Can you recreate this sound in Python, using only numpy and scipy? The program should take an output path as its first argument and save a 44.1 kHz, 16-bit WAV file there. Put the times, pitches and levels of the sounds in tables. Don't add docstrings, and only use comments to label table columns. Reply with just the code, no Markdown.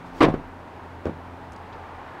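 import sys
import numpy as np
from scipy import signal
from scipy.fft import rfft, irfft, next_fast_len
from scipy.io import wavfile
from scipy.ndimage import uniform_filter1d, minimum_filter1d, map_coordinates

SR = 44100
rng = np.random.default_rng(int(sys.argv[2]) if len(sys.argv) > 2 else 0)


def unload_audio(sound):
    columns = np.transpose(np.atleast_2d(sound))
    steps = np.round(np.clip(columns, -1, 1) * 32767)
    wavfile.write(sys.argv[1], SR, steps.astype(np.int16))


N = 97020
TIME = np.arange(N) / SR


def slam():
    # (time [s], relative panel level [dB], crack level [dB])
    strikes = [(0.2054, -11.5, -31.5), (0.2094, -7.5, -26.5), (.2183, -20.5, -22.5), (0.225, -20, -25),
               (0.2319, -10, -22), (0.2415, -10, -26), (0.2478, -25, -27.5)]
    # (frequency [Hz], relative level [dB], t60 [s])
    frame_modes = [(121.3, -16, 0.13), (214, -10, .2), (295, -3.5, 0.092), (325, -0.5, 0.055),
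                   (407, -11, 0.3), (462.8, -5, 0.066), (562.7, -12, 0.16), (660, -20.5, 0.39),
                   (736.5, -14, 0.35), (881, -22, 0.16), (1016, -10, 0.038), (1093, -9, 0.055),
                   (1682, -26, 0.13), (2540, -35, 0.082)]
    # (frequency [Hz], relative level [dB])
    panel_colour = [(40, -34), (110, -20), (200, -12.5), (330, 3), (600, -4), (1200, -9), (1600, -14),
                    (3000, -24.5), (6000, -47), (15000, -67)]
    # (frequency [Hz], relative level [dB])
    crack_colour = [(300, -38), (1100, -5.5), (2300, -1.5), (3800, -6.5), (5500, -17.5), (7200, -27),
                    (8300, -25.5), (15000, -53)]
    # (time [s], level [dB])
    snaps = [(.2275, -25), (0.2317, -24), (.2343, -20.5), (0.2433, -32)]
    # (frequency [Hz], relative level [dB])
    pawl_colour = [(500, -35), (3400, 0), (6000, -4), (8500, -11), (15000, -22)]
    frame_db, frame_attack_s, frame_hold_s = -13.5, 0.0036, 0.038
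    panel_db = -2.5
    plate_s, plate_hz, plate_db = 0.2118, 1162, -6

    age = np.maximum(TIME - strikes[0][0], 0)
    release = np.maximum(age - frame_hold_s, 0)
    ring = sum(amp(db) * np.exp(-np.log(1000) * release / t60) * np.sin(2 * np.pi * hz * age)
               for hz, db, t60 in frame_modes)
    out = amp(frame_db) * (1 - np.exp(-age / frame_attack_s)) * ring
    for start, db, crack_db in strikes:
        out += amp(db + panel_db) * fade(start, t60=0.11) * noise(panel_colour)
        out += amp(crack_db) * fade(start, t60=0.053) * noise(crack_colour)
    catch_plate = np.sin(2 * np.pi * plate_hz * (TIME - plate_s))
    out += amp(plate_db) * fade(plate_s, t60=0.03) * catch_plate
    for start, db in snaps:
        out += amp(db) * fade(start, t60=0.0037, attack=0.0002) * noise(pawl_colour)
    return out


def thumps():
    # (time [s], pulse level [dB], pulse pitch [Hz], rattle level [dB])
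    bumps = [(0.2669, -7.5, 352, -30), (.2828, -15, 600, -20.5), (0.2868, -6.5, 314, -23),
             (0.3034, -20.5, 210, -27), (.3300, -22, 450, -33), (0.342, -10.5, 274, -23.5),
             (0.3854, -28, 204, -38), (1.0570, -17, 360, -22.5), (1.0686, -19, 300, -23.5),
             (1.08, -20.5, 260, -56), (1.0956, -19.5, 260, -31)]
    # (frequency [Hz], relative level [dB])
    trim_colour = [(30, -27), (90, -6), (180, -1.5), (380, 0.5), (700, -8), (1400, -18.5), (3000, -34),
                   (7000, -51.5), (15000, -64)]
    out = np.zeros(N)
    for centre, pulse_db, hz, rattle_db in bumps:
        spread = (np.pi * hz * (TIME - centre)) ** 2
        pulse = (2 * spread - 1) * np.exp(-spread)
        rattle = fade(centre - 0.5 / hz, t60=0.11) * noise(trim_colour)
        out += amp(pulse_db) * pulse + amp(rattle_db) * rattle
    return out


def boom():
    # (time [s], frequency [Hz], level [dB], rise [s], t60 [s])
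    resonances = [(0.233, 28.5, -26.5, 0.019, 0.66), (0.239, 150, -17, 0.0064, 0.36),
                  (1.054, 79.5, -21, 0.0067, .16), (1.07, 157, -28, 0.012, 0.27)]
    return sum(amp(db) * fade(start, t60, rise) * np.sin(2 * np.pi * hz * (TIME - start))
               for start, hz, db, rise, t60 in resonances)


def cabin(sound):
    dull_noise = noise([(100, 0), (3500, 0), (15000, -10)])
    tail = (dull_noise * fade(0.0014, t60=0.35))[:SR // 2]
    return signal.fftconvolve(sound, tail / np.linalg.norm(tail))[:N]


def handling():
    # (time [s], level [dB])
    rustle = [(0, -62), (.06, -53.5), (.12, -59), (.19, -46), (.3, -70), (.45, -74)]
    # (frequency [Hz], relative level [dB])
    cloth_colour = [(500, 18), (2000, 4), (5500, -2), (9000, -14), (15000, -18)]
    # (time [s], level [dB], centre [Hz], t60 [s])
    touches = [(1.0542, -36, 1310, .035), (1.0542, -46.5, 4800, 0.021), (1.515, -42.5, 54.7, 0.092),
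               (1.52, -48, 5760, .02), (1.530, -57, 6000, .05), (1.562, -47, 4700, 0.021),
               (1.727, -52, 3350, 0.099), (1.758, -38, 416, 0.1)]
    out = amp(curves(rustle)[0] + 4.5 * wobble(38.3)) * noise(cloth_colour)
    for start, db, hz, t60 in touches:
        band = [(hz * 2.0 ** octave, -15 * octave ** 2) for octave in range(-4, 5)]
        out += amp(db) * fade(start, t60) * noise(band)
    return out


def engine():
    # (time [s], harmonic 1 [dB], harmonic 2 [dB], harmonic 3 [dB])
    harmonic_levels = [(0, -71, -47.5, -53), (.2, -56, -51, -43.5), (.5, -49, -54.5, -49.5),
                       (.62, -48.5, -56, -60), (.9, -48, -61, -53), (1.28, -44, -56, -49.5),
                       (1.52, -57.5, -57.5, -55.5), (1.8, -45.5, -63.5, -63), (2.2, -60, -69, -85)]
    hum_hz, waver = 87, 0.0077
    pitch = hum_hz * (1 + waver * wobble(8.09))
    phase = 2 * np.pi * np.cumsum(pitch) / SR
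    return sum(np.sqrt(2) * amp(db + 0.4 * wobble(11.8)) * np.sin(harmonic * phase)
               for harmonic, db in enumerate(curves(harmonic_levels), 1))


def outdoors():
    # (frequency [Hz], relative level [dB])
    wind_colour = [(12, -46), (20, -27), (38, -4.5), (53, -32), (66, -17), (83, -2.5), (101, -18.5),
                   (116, -7.5), (161, -16.5), (232, -12), (259, -11.5), (505, -14.5), (932, -11.5),
                   (1160, -18.5), (1540, -21), (5850, -46.5), (15500, -57.5)]
    # (frequency [Hz], relative level [dB])
    tyre_colour = [(100, -31), (300, -11), (420, -6.5), (600, -10.5), (780, -0.5), (910, 1), (1100, -4),
                   (1500, -7.5), (2600, -19), (5000, -35), (15000, -67)]
    # (time [s], level [dB])
    traffic_swell = [(0, -49.5), (.5, -48.5), (1.0, -49), (1.4, -48), (1.65, -44), (2.2, -43)]
    wind_db = -43
    wind = amp(wind_db + 0.2 * wobble(13.34)) * noise(wind_colour)
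    traffic = amp(curves(traffic_swell)[0] + 1.25 * wobble(6.94)) * noise(tyre_colour)
    return wind + traffic


def amp(db):
    return 10 ** (np.asarray(db) / 20)


def curves(rows):
    times, *columns = np.transpose(rows)
    return [np.interp(TIME, times, column) for column in columns]


def wobble(rate):
    return map_coordinates(rng.standard_normal(200), [TIME * rate], mode="mirror")


def noise(colour):
    hz, db = np.transpose(colour)
    size = next_fast_len(N + 8192)
    gain = amp(np.interp(np.log(np.fft.rfftfreq(size, 1 / SR) + 1), np.log(hz), db))
    shaped = irfft(rfft(rng.standard_normal(size)) * gain, size)[:N]
    return shaped / np.sqrt(np.mean(shaped ** 2) + 1e-20)


def fade(start, t60, attack=0.00034):
    age = np.maximum(TIME - start, 0)
    return (1 - np.exp(-age / attack)) * np.exp(-np.log(1000) * age / t60)


def scene():
    reverb_db = -21
    seat = slam() + thumps()
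    return (seat + amp(reverb_db) * cabin(seat) + boom() + handling() + engine() + outdoors())[None]


def record(dry):
    ceiling_db, hold_s, top_hz = -3, 0.0024, 15750
    width = int(hold_s * SR)
    needed_gain = np.minimum(1, amp(ceiling_db) / (np.abs(dry) + 1e-9))
    limited = dry * uniform_filter1d(minimum_filter1d(needed_gain, width), width)
    size = next_fast_len(N + 8192)
    passband = np.fft.rfftfreq(size, 1 / SR) < top_hz
    return irfft(rfft(limited, size) * passband, size)[..., :N]


dry = scene()
out = record(dry)
unload_audio(out)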